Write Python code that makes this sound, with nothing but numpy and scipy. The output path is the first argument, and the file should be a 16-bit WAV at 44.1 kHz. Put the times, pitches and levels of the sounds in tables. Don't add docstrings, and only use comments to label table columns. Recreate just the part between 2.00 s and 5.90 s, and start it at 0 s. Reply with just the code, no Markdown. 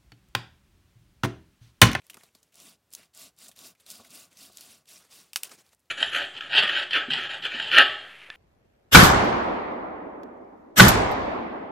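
import sys
import numpy as np
from scipy import signal
from scipy.fft import rfft, irfft
from scipy.io import wavfile
from scipy.ndimage import uniform_filter1d

SR = 44100
rng = np.random.default_rng(int(sys.argv[2]) if len(sys.argv) > 2 else 0)


def voltage_ratio(level):
    return 10 ** (np.asarray(level, float) / 20)


def bounce(signal):
    frames = np.transpose(np.atleast_2d(signal))
    limited = np.clip(frames, -1, 1)
    pcm = np.round(limited * 32767).astype(np.int16)
    wavfile.write(sys.argv[1], SR, pcm)


N = 171990

# centre in Hz, width in Hz, gain in dB.
WOOD_MODES = [(155, 220, -1.5), (227, 111, 4.5), (369, 103, -1), (668, 112, 2.5), (1135, 100, -0.5),
              (1467, 87, -2.5)]
BLOB_DB = 2.8


def level(x, db):
    return x * voltage_ratio(db) / np.sqrt(np.mean(x ** 2))


def colour(x, points):
    p, hz = np.array(points, float), np.fft.rfftfreq(len(x), 1 / SR)
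    gain_db = np.interp(np.log(hz + 1), np.log(p[:, 0]), p[:, 1])
    return irfft(rfft(x) * voltage_ratio(gain_db), len(x))


def ring(x, hz, width):
    return signal.lfilter(*signal.iirpeak(hz, hz / width, SR), x)


def body(x, modes):
    return sum((-1) ** k * voltage_ratio(db) * ring(x, hz, width) for k, (hz, width, db) in enumerate(modes))


def filtered(x, order, hz, kind):
    return signal.sosfilt(signal.butter(order, hz, kind, fs=SR, output="sos"), x)


def walk(rate):
    hold = int(SR / rate)
    steps = np.repeat(rng.standard_normal(N // hold + 1), hold)
    return 1.272 * uniform_filter1d(uniform_filter1d(steps, hold), hold)[:N]


def grit(db, size=N):
    grain_db = db * np.minimum(rng.exponential(size=size), 4)
    return level(rng.standard_normal(size) * voltage_ratio(grain_db), 0)


def blobs(x, db, rate):
    hz = np.clip(np.fft.rfftfreq(N, 1 / SR), 500, 16000)
    place, spectrum = 4 * np.log2(hz / 500), rfft(x)
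    out = np.zeros(N)
    for k in range(21):
        band = irfft(spectrum * np.clip(1 - np.abs(place - k), 0, 1), N)
        out += band * voltage_ratio(db * walk(rate))
    return out


def burst(t60, rise, size=8192):
    t = np.arange(size) / SR
    return (1 - np.exp(-t / rise)) * np.exp(-np.log(1000) * t / max(t60, 1e-3))


def add(out, start, x, db):
    i = int(start * SR)
    out[i:i + len(x)] += (x * voltage_ratio(db) / np.abs(x).max())[:N - i]


def night():
    # frequency in Hz, level in dB.
    air_curve = [(20, -46.5), (60, -2.5), (140, -7), (300, -11.5), (600, -12.5), (1200, -18), (5000, -23),
                 (16000, -28)]
    air = colour(rng.standard_normal(N), air_curve)
    return level(air * voltage_ratio(.8 * walk(21)), -73.5)


def brush():
    # time in seconds, level in dB.
    rustles = [
        [(0, -63), (.02, -76), (.05, -67), (.13, -69.5), (.2, -61.5), (.27, -67), (.32, -76), (.44, -75),
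         (.5, -81)],
        [(1.77, -77), (1.81, -68), (1.87, -69)],
        [(2.28, -77), (2.32, -66.5), (2.37, -64)],
        [(3.0, -59.5), (3.05, -59.5), (3.09, -69), (3.11, -61.5), (3.28, -67), (3.33, -74)],
        [(3.37, -49), (3.42, -59), (3.45, -48.5), (3.488, -59.5), (3.517, -48), (3.545, -55.5), (3.565, -62),
         (3.6, -57.5), (3.64, -71)],
        [(3.64, -65.5), (3.69, -68.5), (3.715, -72), (3.733, -56.5), (3.752, -84), (3.795, -82), (3.82, -91)],
    ]
    # frequency in Hz, level in dB per Hz.
    brush_curve = [(60, -26.5), (150, -4), (450, -2.5), (900, -4), (2500, -5), (5000, -5.5), (9000, -6.5),
                   (16000, -16)]
    t, loud = np.arange(N) / SR, np.zeros(N)
    for rows in rustles:
        r = np.array(rows)
        loud += voltage_ratio(np.interp(t, r[:, 0], r[:, 1], -140, -140))
    scrape = level(colour(blobs(grit(2.8), BLOB_DB, 120), brush_curve), 0)
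    scrape = scrape * loud * voltage_ratio(2 * walk(90))

    creak_start, creak_end = 0.94, 1.055
    u = np.clip((t - creak_start) / (creak_end - creak_start), 0, 1)
    pitch_hz = 1467 + 1216 * u
    creak = ring(rng.standard_normal(N), 150, 460) * np.sin(2 * np.pi * np.cumsum(pitch_hz) / SR)
    return scrape + level(creak, -63.5) * np.sin(np.pi * u)


def twigs():
    # start in seconds, peak in dB, centre in Hz, t60 in seconds.
    clicks = [(0.0668, -42.5, 9700, 0.008), (0.3864, -57, 5620, 0.008), (0.4294, -47.5, 6700, 0.018),
              (0.043, -59, 11000, 0.0092), (0.1430, -35.5, 9000, 0.017), (0.1700, -44, 6000, 0.008),
              (0.265, -54, 11000, 0.01), (0.3512, -43, 4400, 0.0088), (0.4025, -60, 8000, 0.008),
              (0.5425, -47, 5050, 0.01), (0.5553, -39, 7950, 0.0091), (0.6010, -37.5, 7670, 0.0074),
              (0.668, -41, 8000, 0.008), (0.9044, -53, 8800, 0.013), (0.9275, -36.5, 9400, 0.02),
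              (0.9362, -26, 8100, 0.014), (0.9499, -24, 6100, 0.0091), (1.1488, -38.5, 7800, 0.01),
              (1.138, -52, 4480, 0.022), (1.1748, -35, 8300, 0.004), (1.365, -53, 7140, 0.012),
              (1.3876, -37.5, 8750, 0.01), (1.4225, -42, 7250, 0.01), (1.5143, -42, 3300, 0.044),
              (1.5617, -43.5, 6670, 0.018), (1.5722, -47, 4000, 0.01), (1.59, -36, 4790, 0.01),
              (1.8637, -37.5, 4340, 0.03), (1.9024, -25, 6760, 0.016), (1.9112, -26, 5900, 0.005),
              (2.105, -39.5, 12200, 0.01), (2.116, -40.5, 3190, 0.01), (2.329, -49.5, 6780, 0.009),
              (2.371, -38.5, 5700, 0.036), (2.523, -45, 8650, 0.01), (2.5325, -44, 6510, 0.01),
              (2.5714, -31, 7290, 0.0098), (2.5837, -33.5, 3730, 0.01), (2.609, -30.5, 5740, 0.01),
              (2.856, -51.5, 3298, 0.015), (2.8785, -49, 5590, 0.01), (2.8882, -40, 5654, 0.01),
              (3.109, -48, 3610, 0.015), (3.6646, -50, 4987, 0.01), (3.691, -49.5, 4000, 0.01),
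              (3.7475, -48, 8900, 0.01), (3.794, -57.5, 9000, 0.012), (3.802, -58.5, 9730, 0.01),
              (3.857, -65, 4020, 0.01)]
    # start in seconds,
    # peak in dB, centre in Hz, t60 in seconds.
    scuffs = [(0.0975, -32.5, 3180, 0.018), (0.1035, -38, 7900, 0.009), (0.2339, -44, 4500, 0.015),
              (0.3485, -46.5, 4520, 0.035), (0.521, -56.5, 2940, 0.084), (1.4813, -38, 7830, 0.025),
              (1.489, -41.5, 8500, 0.0092), (1.798, -51, 3500, 0.044), (1.804, -52.5, 9600, 0.026),
              (1.9135, -34, 7000, 0.014), (2.047, -45, 2100, 0.02), (2.3112, -57, 3190, 0.05),
              (3.341, -46, 7000, 0.022), (3.3665, -25.5, 9000, 0.023), (3.3705, -36, 4500, 0.02),
              (3.4428, -33, 7500, 0.017), (3.4485, -36, 2940, 0.022), (3.4925, -43, 2920, 0.023)]
    # start in seconds, peak in dB, centre in Hz, t60 in seconds.
    woody_taps = [(0.0177, -53.5, 2800, 0.023), (0.0413, -65, 2590, 0.014), (0.1324, -46, 2750, 0.02),
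                  (0.1427, -39.5, 2300, 0.013), (0.1695, -41, 1280, 0.016), (0.2085, -49.5, 2050, 0.02),
                  (0.2882, -57, 2380, 0.014), (1.03, -50, 2290, 0.03), (1.75, -57.5, 2180, 0.03)]
    # start in seconds, peak in dB, t60 in seconds.
    dull_knocks = [(0.101, -56, 0.11), (0.143, -49.5, 0.076), (0.169, -49, 0.027), (0.233, -50, 0.025),
                   (0.349, -55, 0.039), (0.99, -52, 0.042), (1.489, -51, 0.047), (1.993, -45, 0.1),
                   (2.495, -50, 0.07), (3.448, -56, 0.032), (3.499, -57, 0.14), (3.602, -64, 0.042)]
    out = np.zeros(N)
    kinds = ((clicks, .0002, 4.5, 9.5), (scuffs, .002, 4.5, 0), (woody_taps, .0006, -5, 0))
    for rows, rise, wide_db, spike_db in kinds:
        for start, db, hz, t60 in rows:
            spike = voltage_ratio(spike_db) * burst(0.0023, rise)
            tail = voltage_ratio(-15) * burst(t60 * 5, 0.0016)
            x = rng.standard_normal(8192) * (burst(t60, rise) + spike + tail)
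            wide = filtered(x, 2, [hz * 0.54, 14000], "band")
            add(out, start, level(ring(x, hz, hz * 0.23), 0) + level(wide, wide_db), db)
    for start, db, t60 in dull_knocks:
        knock = body(rng.standard_normal(8192) * burst(t60, 0.00069), WOOD_MODES)
        add(out, start, filtered(knock, 2, 1000, "low"), db)
    return out


def saw():
    # start in seconds, length in seconds, level in dB, place of the peak 0-1, wood body in dB.
    strokes = [(0.525, .25, -52.5, .5, 4.5), (0.911, 0.19, -56, 0.25, 2.5), (1.131, .19, -49, 0.48, 2.5),
               (1.367, 0.16, -52, 0.49, 3.5), (1.516, .04, -72, 0.43, 13), (1.553, .195, -48, 0.45, 3.5),
               (1.854, 0.21, -49.5, 0.38, 4), (2.03, 0.075, -58, 0.47, 8), (2.089, 0.22, -48, .35, 3),
               (2.354, 0.18, -49.5, 0.46, 1), (2.514, 0.34, -52, 0.39, 3.5), (2.86, 0.17, -51, 0.5, 2.5),
               (3.101, 0.19, -52, 0.36, 0)]
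    # frequency in Hz, level in dB per Hz.
    hiss_curve = [(500, -37), (900, -18.5), (1900, -12), (2700, -7), (5000, -5.5), (6400, -6), (8500, -6),
                  (16000, -12)]
    # centre in Hz, width in Hz, gain in dB.
    blade_modes = [(2750, 250, -4), (3730, 220, -2), (4400, 200, -2), (4850, 250, 0), (5600, 250, -2),
                   (7290, 250, -3), (8800, 200, -3), (9700, 250, -2)]
    fullness, fade = 0.9, 1.54
    patchy_db = 1.4
    t, speed, loud, wood = np.arange(N) / SR, np.zeros(N), np.zeros(N), np.zeros(N)
    for start, length, db, peak, wood_db in strokes:
        bend = np.log(.5) / np.log(np.clip(peak, .05, .95))
        u = np.clip((t - start) / length, 0, 1) ** bend
        v = np.abs(np.sin(np.pi * u))
        speed = np.maximum(speed, v)
        loud = loud + voltage_ratio(db) * v ** np.where(u < .5, fullness, fade) * (u < 1)
        wood += voltage_ratio(db + wood_db) * v ** fullness * (u < 1)

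    tooth_hz = 264 * (.35 + .65 * speed) * (1 + 0.1213 * walk(90))
    turns = np.cumsum(tooth_hz) / SR
    size = voltage_ratio(1 * rng.standard_normal(3000))[turns.astype(int)]
    bite = level(1 + 0.097 * (size * (1 - np.cos(2 * np.pi * turns)) - 1), 0)

    tear = loud * bite * grit(3)
    hiss = colour(blobs(tear, BLOB_DB, 130), hiss_curve) * voltage_ratio(patchy_db * walk(39.83))
    low = ring(hiss, 3400, 6400)
    high = (hiss - low) * speed ** 0.4
    hiss = low * voltage_ratio(patchy_db * walk(55)) + high * voltage_ratio(patchy_db * walk(91))
    blade = sum(voltage_ratio(db + 4 * walk(8.13)) * ring(tear, hz, width) for hz, width, db in blade_modes)

    shake = level(body(rng.standard_normal(N) * wood * bite, WOOD_MODES), 0)
    tone = level(wood * size * np.sin(2 * np.pi * turns) * voltage_ratio(4 * walk(25)), 0)
    bright = level(level(hiss, 0) + level(blade, -11.5), 0)
    woody = voltage_ratio(-12) * (shake + voltage_ratio(-6.5) * tone)
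    return np.sqrt(np.mean(loud ** 2)) * (bright + woody)


def snaps():
    # start in seconds, peak in dB, crack t60 in seconds, splinter tail in dB, brightness in dB.
    breaks = [
        (3.3322, -27, .022, -32, 5),
        (3.3590, -9.5, .008, -36, 0),
        (3.3596, -14, .012, -50, -2),
        (3.3614, -18, .024, -50, 0),
        (3.4325, -22, .002, -32, 6),
        (3.4339, -13, .001, -40, 10),
    ]
    # centre in Hz, width in Hz, gain in dB.
    low_modes = [(1010, 330, -7.5), (1360, 370, -6), (2585, 230, 1), (3010, 200, 1), (3620, 390, -6.5),
                 (4610, 460, -1.5), (5550, 350, -3.5), (6340, 350, -4.5)]
    # centre in Hz, width in Hz, gain in dB.
    high_modes = [(7750, 500, -4.5), (8500, 680, -1.5), (9870, 340, -3.5), (12500, 400, -6),
                  (13900, 730, -9)]
    out = np.zeros(N)
    for start, db, t60, tail_db, bright_db in breaks:
        x = voltage_ratio(-19) * rng.standard_normal(8192) * burst(t60, 0.0003)
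        x[2] += 1
        splinters = voltage_ratio(tail_db) * grit(4, size=8192) * burst(.11, .002)
        x = x + splinters * voltage_ratio(3.2 * walk(480)[:8192])
        low = voltage_ratio(-bright_db) * body(x, low_modes[:2]) + body(x, low_modes[2:])
        middle = voltage_ratio(-17) * ring(x, 3900, 4000)
        high = body(x, high_modes) + voltage_ratio(-10.5) * ring(x, 12000, 8300)
        add(out, start, low + middle + voltage_ratio(bright_db - 6) * high, db)
    return filtered(out, 2, 350, "high")


def scene():
    return np.tile(night() + brush() + twigs() + saw() + snaps(), (2, 1))


def low_pass(x):
    return signal.sosfilt(signal.butter(12, 16830, fs=SR, output="sos"), x)


def record(dry):
    dry = filtered(dry, 2, 55, "high")
    dry = signal.sosfilt(signal.cheby1(16, .5, 15950, fs=SR, output="sos"), dry)
    return low_pass(dry)


dry = scene()
out = record(dry)
bounce(out)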